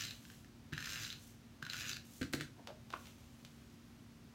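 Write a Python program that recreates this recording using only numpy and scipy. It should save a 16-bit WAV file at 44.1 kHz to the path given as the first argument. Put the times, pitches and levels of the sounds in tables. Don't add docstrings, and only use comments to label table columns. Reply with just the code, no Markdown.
import sys
import numpy as np
from scipy import signal
from scipy.fft import rfft, irfft, next_fast_len
from scipy.io import wavfile
from scipy.ndimage import uniform_filter1d, map_coordinates

SR = 44100
rng = np.random.default_rng(int(sys.argv[2]) if len(sys.argv) > 2 else 0)


def master_out(mix):
    frames = np.transpose(np.atleast_2d(mix))
    ceiling = np.clip(frames, -1, 1)
    pcm = np.round(ceiling * 32767).astype(np.int16)
    wavfile.write(sys.argv[1], SR, pcm)


N = 191658
TIME = np.arange(N) / SR
FFT_SIZE = next_fast_len(N + SR)
HZ = np.fft.rfftfreq(FFT_SIZE, 1 / SR)

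# frequency in Hz, relative density in dB.
ROOM_SPECTRUM = [(15, -27), (25, -79), (48, -9.5), (123, -6), (200, -13), (229, -11.5), (293, -11.5),
                 (317, -20), (354, -17), (451, -25), (591, -25), (775, -28), (1130, -28), (5880, -35),
                 (9000, -42), (16000, -44.5)]
CARD_RUB_SPECTRUM = [(100, -36), (600, 0.5), (1500, -5), (3000, 5), (5000, -2.5), (6100, 2), (7500, -1),
                     (9000, -5), (13000, -5.5), (16000, -7)]
CARD_EDGE_SPECTRUM = [(150, -21), (550, 7), (1400, 2), (2000, -0.5), (3400, 2.5), (6200, -6), (9000, -17.5),
                      (16000, -21)]
CLACK_SPECTRUM = [(100, -9), (500, 0), (950, -14.5), (1500, 6), (2000, 2), (2500, -3), (4000, -3.5),
                  (5500, -8.5), (7000, -7), (10000, -14), (16000, -18)]
ROLLER_SPECTRUM = [(30, -33), (60, -7.5), (135, 3), (200, -14), (330, -12), (500, -31.5), (1500, -48),
                   (16000, -70)]
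CRACK_SPECTRUM = [(100, -73), (500, -13), (900, -13), (1400, 0.5), (3000, 4.5), (4200, 3.5), (7000, 2.5),
                  (8700, -10), (11000, -9.5), (13500, -6), (16000, -13)]
# frequency in Hz, relative level in dB.
HUM_PARTIALS = [(118.4, -104), (231.5, -62), (349.9, -77.5)]
# frequency in Hz, t60 in seconds.
WALL_DECAY = [(100, 0.62), (400, 0.23), (2000, 0.23), (6000, 0.26), (15000, 0.2)]
# fastest moment in seconds, level in dB, swell and fade in seconds,
# treble gain in dB.
CARD_SLIDES = [(.14, -65, .15, 0.036, 0), (.31, -68.5, 0.098, 0.083, 4.5), (1.254, -72, 0.08, 0.056, 9.5),
               (2.06, -73, 0.018, 0.021, 9.5), (2.158, -73, .04, 0.056, 14.5),
               (2.96, -70.5, 0.028, 0.12, 1.5), (3.068, -65, 0.028, 0.021, -3), (3.5, -74, 0.51, 0.31, 0)]
# time in seconds, drive in dB, high-pass corner in Hz.
CARD_FLICKS = [(2.673, -39.5, 312), (2.9035, -44.5, 596), (2.927, -45.5, 403), (2.94, -49.5, 1500),
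               (3.056, -49.5, 1470), (3.07, -50.5, 200), (3.086, -66, 1500), (3.449, -42, 3670),
               (3.454, -54, 3500)]
# time in seconds, drive in dB, rise and t60 in seconds,
# pitch in Hz.
CARD_SLAPS = [(2.596, -58.5, .02, 0.031, 690), (2.684, -51, .005, 0.084, 560),
              (2.702, -47.5, 0.0029, 0.04, 620), (2.937, -33.5, 0.0023, 0.027, 1085),
              (2.961, -50, 0.0027, 0.057, 1140), (4.341, -38, 0.0013, 0.053, 370)]
# frequency and width as multiples of the pitch, relative gain in dB.
CARD_MODES = [(0.251, .15, -10), (.64, .18, -5.5), (1.001, 0.059, 5.5), (1.33, 0.13, -0.5),
              (2.45, 0.57, -13)]
# time in seconds, relative clack and thud levels in dB,
# contact time in seconds, share of the desk's ring time left by the hand.
DESK_KNOCKS = [(0.725, -51, -19.5, 0.0074, 0.4), (1.625, -54.5, -19.5, 0.0093, 0.18),
               (2.2135, -40.5, -27.5, 0.0016, 0.5), (2.2174, -38.5, -34, 0.0019, 0.65),
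               (2.2294, -38.5, -65, 0.0014, 0.9), (2.3284, -47, -49, 0.00012, 1),
               (2.335, -29.5, -66, 0.00069, 0.6), (2.341, -57, -26.5, 0.00031, 0.75),
               (2.349, -42, -60, 0.00033, 0.5), (2.4, -43, -65, .0025, 1),
               (2.4095, -35.5, -39.5, 0.001003, 0.64)]
# frequency in Hz, relative gain in dB, undamped t60 in seconds.
DESK_MODES = [(89, -9.5, 0.16), (113, -2, 0.12), (141.4, 1, 0.22), (271.8, 0, 0.24), (303, -3.5, 0.2),
              (340.6, -3.5, 0.13), (478, -18, 0.28), (545, -20, 0.095), (625, -18.5, 0.11)]
# frequency and width in Hz, relative gain in dB.
LOOSE_SHELL_MODES = [(1450, 130, -18), (1490, 140, 5), (1730, 120, 9), (2130, 180, -13), (2680, 180, 11),
                     (4140, 420, 13), (5130, 130, -3)]
HELD_SHELL_MODES = [(1305, 39, -1), (1824, 190, 1.5), (2520, 110, -21), (2740, 970, -2.5), (3360, 670, -19),
                    (4180, 190, 11), (4450, 290, -2), (6520, 2000, 13.5), (6630, 1500, 12)]
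# time in seconds, crack drive in
# dB, ping pitch in Hz, relative ping level in dB.
RUNNER_SNAPS = [(.0095, -37.5, 5600, -38.5), (0.02, -39, 1760, -43.5), (0.042, -60, 3950, -42),
                (0.0837, -57, 4050, -42), (.109, -41, 4230, -42.5), (0.252, -49, 1700, -59),
                (0.301, -49, 1590, -56), (.446, -56, 1750, -61), (0.7293, -42.5, 1590, -42),
                (0.7347, -38.5, 1680, -41.5), (.779, -38.5, 1616, -38), (0.805, -41, 4000, -52),
                (0.826, -41, 1700, -45.5), (.845, -41, 3800, -47), (0.8591, -39, 5770, -46),
                (.873, -42.5, 1710, -41.5), (1.05, -44, 4070, -37), (1.1029, -44, 3940, -37),
                (1.127, -42, 4410, -45), (1.6266, -39.5, 1600, -38), (1.651, -45.5, 4230, -47),
                (1.666, -41.5, 1500, -41.5), (1.6994, -39, 3970, -35.5), (1.734, -34.5, 2720, -48),
                (1.743, -43, 1530, -39), (1.883, -44, 6000, -41), (1.894, -33.5, 6200, -37.5),
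                (1.915, -38, 3600, -41), (1.932, -41, 4260, -37.5), (1.968, -38, 3250, -47)]
# start, fastest moment and end in seconds, top speed in teeth per second,
# drive in dB.
RUNNER_STROKES = [(-.25, -0.041, 0.11, 130, -44.5), (.73, 0.982, 1.166, 131, -49),
                  (1.669, 1.844, 1.985, 135, -48.5)]


def amp(db):
    return 10 ** (np.asarray(db) / 20)


def unit(x):
    return x / np.sqrt(np.mean(np.abs(x) ** 2) + 1e-20)


def along(points, hz):
    point_hz, values = np.transpose(points)
    return np.interp(np.log(hz + 1), np.log(point_hz + 1), values)


def filtered(x, response):
    return irfft(rfft(x, FFT_SIZE) * response, FFT_SIZE)[:N]


def lowpass(edge_hz):
    return 1 / (1 + (HZ / edge_hz) ** 6)


def colour(spectrum):
    cepstrum = irfft(np.log(amp(along(spectrum, HZ))), FFT_SIZE)
    cepstrum[1:FFT_SIZE // 2] *= 2
    cepstrum[FFT_SIZE // 2 + 1:] = 0
    return unit(np.exp(rfft(cepstrum)))


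def resonances(modes, hz=HZ):
    return unit(sum((-1) ** k * amp(db) * 1j * hz * width / (centre ** 2 - hz ** 2 + 1j * hz * width)
                    for k, (centre, width, db) in enumerate(modes)))


def add(track, at_s, sound):
    start = max(round(at_s * SR), 0)
    track[start:start + len(sound)] += sound[:len(track[start:])]


def varying_convolve(x, draw_impulse, step_s):
    track = np.zeros(N)
    for at_s in np.arange(0, N / SR + step_s, step_s):
        near = slice(max(round((at_s - step_s) * SR), 0), round((at_s + step_s) * SR))
        piece = x[near] * (1 - np.abs(TIME[near] - at_s) / step_s)
        add(track, near.start / SR, signal.fftconvolve(piece, draw_impulse()))
    return track


def burst(rise_s, t60_s):
    t = np.arange(round((4 * rise_s + t60_s) * SR)) / SR - 4 * rise_s
    envelope = np.minimum(np.exp(np.minimum(t, 0) / rise_s), amp(-60 * t / t60_s))
    spectrum = rfft(envelope * rng.standard_normal(len(t)))
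    white = irfft(spectrum / np.abs(spectrum), len(t)) * np.sqrt(envelope)
    return white * np.linalg.norm(envelope) / np.linalg.norm(white)


def strike(peak_s, db, rise_s, t60_s):
    track = np.zeros(N)
    add(track, peak_s - 4 * rise_s, amp(db) * burst(rise_s, t60_s))
    return track


def friction(grain_hz, depth_db):
    knots = rng.standard_normal(int(N * grain_hz / SR) + 4)
    level_db = depth_db * map_coordinates(knots, [TIME * grain_hz], order=1)
    return unit(rng.standard_normal(N) * amp(level_db))


def background():
    noise = unit(filtered(rng.standard_normal(N), colour(ROOM_SPECTRUM)))
    hum = sum(amp(db) * np.sqrt(2) * np.sin(2 * np.pi * (hz * TIME + rng.random()))
              for hz, db in HUM_PARTIALS)
    return amp(-59.5) * noise + amp(-2.5) * hum


def room_impulse():
    hz, t, spectra = signal.stft(rng.standard_normal(SR // 3), SR, nperseg=256)
    decay = amp(-60 * t / along(WALL_DECAY, hz)[:, None])
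    tail = signal.istft(spectra * decay, SR, nperseg=256)[1]
    return np.pad(tail / np.linalg.norm(tail), (round(.004 * SR), 0))


def card_slides():
    rub = filtered(friction(grain_hz=290, depth_db=2.5), colour(CARD_RUB_SPECTRUM))
    dull = filtered(rub, lowpass(4100))
    track = np.zeros(N)
    for peak_s, db, swell_s, fade_s, treble_db in CARD_SLIDES:
        width_s = np.where(TIME < peak_s, swell_s, fade_s)
        envelope = np.exp(-.5 * ((TIME - peak_s) / width_s) ** 2)
        track += amp(db) * envelope * (dull + amp(treble_db) * (rub - dull))
    return track


def card_flicks():
    ticks = sum(filtered(strike(at_s, db, rise_s=.00028, t60_s=.018), 1j * HZ / (corner_hz + 1j * HZ))
                for at_s, db, corner_hz in CARD_FLICKS)
    return filtered(ticks, colour(CARD_EDGE_SPECTRUM))


def card_slaps():
    track = np.zeros(N)
    for at_s, db, rise_s, t60_s, hz in CARD_SLAPS:
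        body = resonances([(ratio * hz, width * hz, mode_db) for ratio, width, mode_db in CARD_MODES])
        softened = unit(body / (1 + 1j * HZ / 3500))
        track += filtered(strike(at_s, db, rise_s, t60_s), softened)
    return track


def desk_thud(contact_s, ring_share, light_cycles=.068):
    t = np.arange(SR // 2) / SR
    ring = np.zeros(len(t))
    for hz, db, t60_s in DESK_MODES:
        cycles = hz * contact_s
        push = 1 / (1 + cycles ** 2) / (1 + (light_cycles / cycles) ** 2)
        envelope = amp(db + rng.normal(0, 1) - 60 * t / (t60_s * ring_share))
        ring += push * envelope * np.sin(2 * np.pi * hz * t)
    return ring * (1 - np.exp(-t / contact_s))


def knocks(hard_contact_s=.00035, loss_db_per_doubling=4.5, ring_delay_s=.001966):
    thuds, clacks, treble, rattle = np.zeros((4, N))
    for at_s, clack_db, thud_db, contact_s, ring_share in DESK_KNOCKS:
        add(thuds, at_s, amp(thud_db - 5) * desk_thud(contact_s, ring_share))
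        clack = strike(at_s, clack_db, rise_s=.0003154 + .3 * contact_s, t60_s=.019)
        jingle = strike(at_s, clack_db - 5.5, rise_s=.001, t60_s=.078)
        clacks += clack
        treble += (clack + jingle) * amp(-loss_db_per_doubling * np.log2(contact_s / hard_contact_s))
        rattle += strike(at_s, clack_db - 25.5, rise_s=.001, t60_s=.38)
    clacks = treble + filtered(clacks - treble, lowpass(6100))
    thuds = signal.sosfilt(signal.butter(3, 65, "high", fs=SR, output="sos"), thuds)
    shell = resonances(LOOSE_SHELL_MODES) * np.exp(-2j * np.pi * HZ * ring_delay_s)
    ring = filtered(amp(-9) * clacks + amp(-10) * rattle, shell)
    direct = filtered(clacks + amp(2) * rattle, colour(CLACK_SPECTRUM))
    return thuds + direct + ring


def shell_impulse(delay_s=.0008945):
    hz = np.fft.rfftfreq(2048, 1 / SR)
    modes = [(centre * np.exp(.035 * rng.standard_normal()), width, db + 2.5 * rng.standard_normal())
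             for centre, width, db in HELD_SHELL_MODES]
    delay = np.exp(-2j * np.pi * hz * delay_s)
    return irfft(resonances(modes, hz) * delay / (1 + (hz / 8000) ** 4))


def ping(hz, attack_s=.00031, t60_at_1khz_s=.025):
    t = np.arange(SR // 20) / SR
    t60_s = t60_at_1khz_s / np.sqrt(hz / 1000)
    wander = .07 * unit(uniform_filter1d(rng.standard_normal(len(t)), size=32))
    phase = 2 * np.pi * hz * np.cumsum(1 + wander) / SR
    return np.sin(phase) * (1 - np.exp(-t / attack_s)) * amp(-60 * t / t60_s)


def ratchet(teeth_hz, jitter_s=.0005, scatter_db=2):
    notches = np.floor(np.cumsum(teeth_hz) / SR)
    clicks_s = TIME[np.flatnonzero(np.diff(notches))]
    snaps_s = np.array(RUNNER_SNAPS)[:, 0]
    track = np.zeros(N)
    for at_s, (late, size) in zip(clicks_s, rng.standard_normal((len(clicks_s), 2))):
        free = np.min(np.abs(snaps_s - at_s)) > .004
        click = amp(scatter_db * size) * burst(rise_s=.00078, t60_s=.02)
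        add(track, at_s + jitter_s * late, free * click)
    return track


def stroke(start_s, fastest_s, end_s, top_hz, db):
    crawl_hz, bite_hz = 22, 105
    slow_db_per_octave, skim_db_per_octave, treble_exponent = 3.5, 8.5, 2.64
    press_s, ease_s, lift_db_per_s = .011, .11, 260
    teeth_hz = np.interp(TIME, [start_s, fastest_s, end_s], [crawl_hz, top_hz, crawl_hz])
    press = np.clip((TIME - start_s) / press_s, 0, 1)
    lift = amp(-lift_db_per_s * np.maximum(TIME - end_s, 0))
    peel = friction(grain_hz=900, depth_db=3)
    teeth = ratchet(teeth_hz * (TIME > start_s) * (TIME < end_s + ease_s))
    drive = amp(db) * press * lift * (amp(-2.5) * peel + amp(5.3) * teeth)
    octaves = np.log2(teeth_hz / bite_hz)
    bite_db = np.minimum(slow_db_per_octave * octaves, -skim_db_per_octave * octaves)
    pressure_db = np.interp(TIME, [end_s - ease_s, end_s], [3.5, -7.5])
    clatter_db = pressure_db + np.minimum(slow_db_per_octave * octaves, 0)
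    return drive * amp([clatter_db, bite_db, treble_exponent * bite_db])


def tape_runner(snap_rise_s=.0007):
    clatter, rasp, treble = sum(stroke(*row) for row in RUNNER_STROKES)
    rumble = amp(-11) * filtered(rasp, colour(ROLLER_SPECTRUM))
    pings = np.zeros(N)
    for at_s, db, ping_hz, ping_db in RUNNER_SNAPS:
        snap = strike(at_s, db, snap_rise_s, t60_s=.016)
        clatter += snap
        rasp += snap
        treble += snap * amp(-10.5 + 2.5 * np.log2(ping_hz / 1000))
        add(pings, at_s - snap_rise_s, amp(ping_db + 6) * ping(ping_hz))
    low, low_mid = lowpass(2420), lowpass(4000)
    force = filtered(clatter, low) + filtered(rasp, low_mid - low) + filtered(treble, 1 - low_mid)
    ring = varying_convolve(force, shell_impulse, step_s=.025)
    crack = filtered(force, colour(CRACK_SPECTRUM))
    return rumble + pings + amp(-4) * ring + crack


def scene():
    direct = tape_runner() + knocks() + card_slides() + card_flicks() + card_slaps()
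    echoes = varying_convolve(direct, room_impulse, step_s=.1)
    return (direct + amp(-3) * echoes + background())[None]


def record(dry):
    return np.array([filtered(channel, HZ < 15900) for channel in dry])


dry = scene()
out = record(dry)
master_out(out)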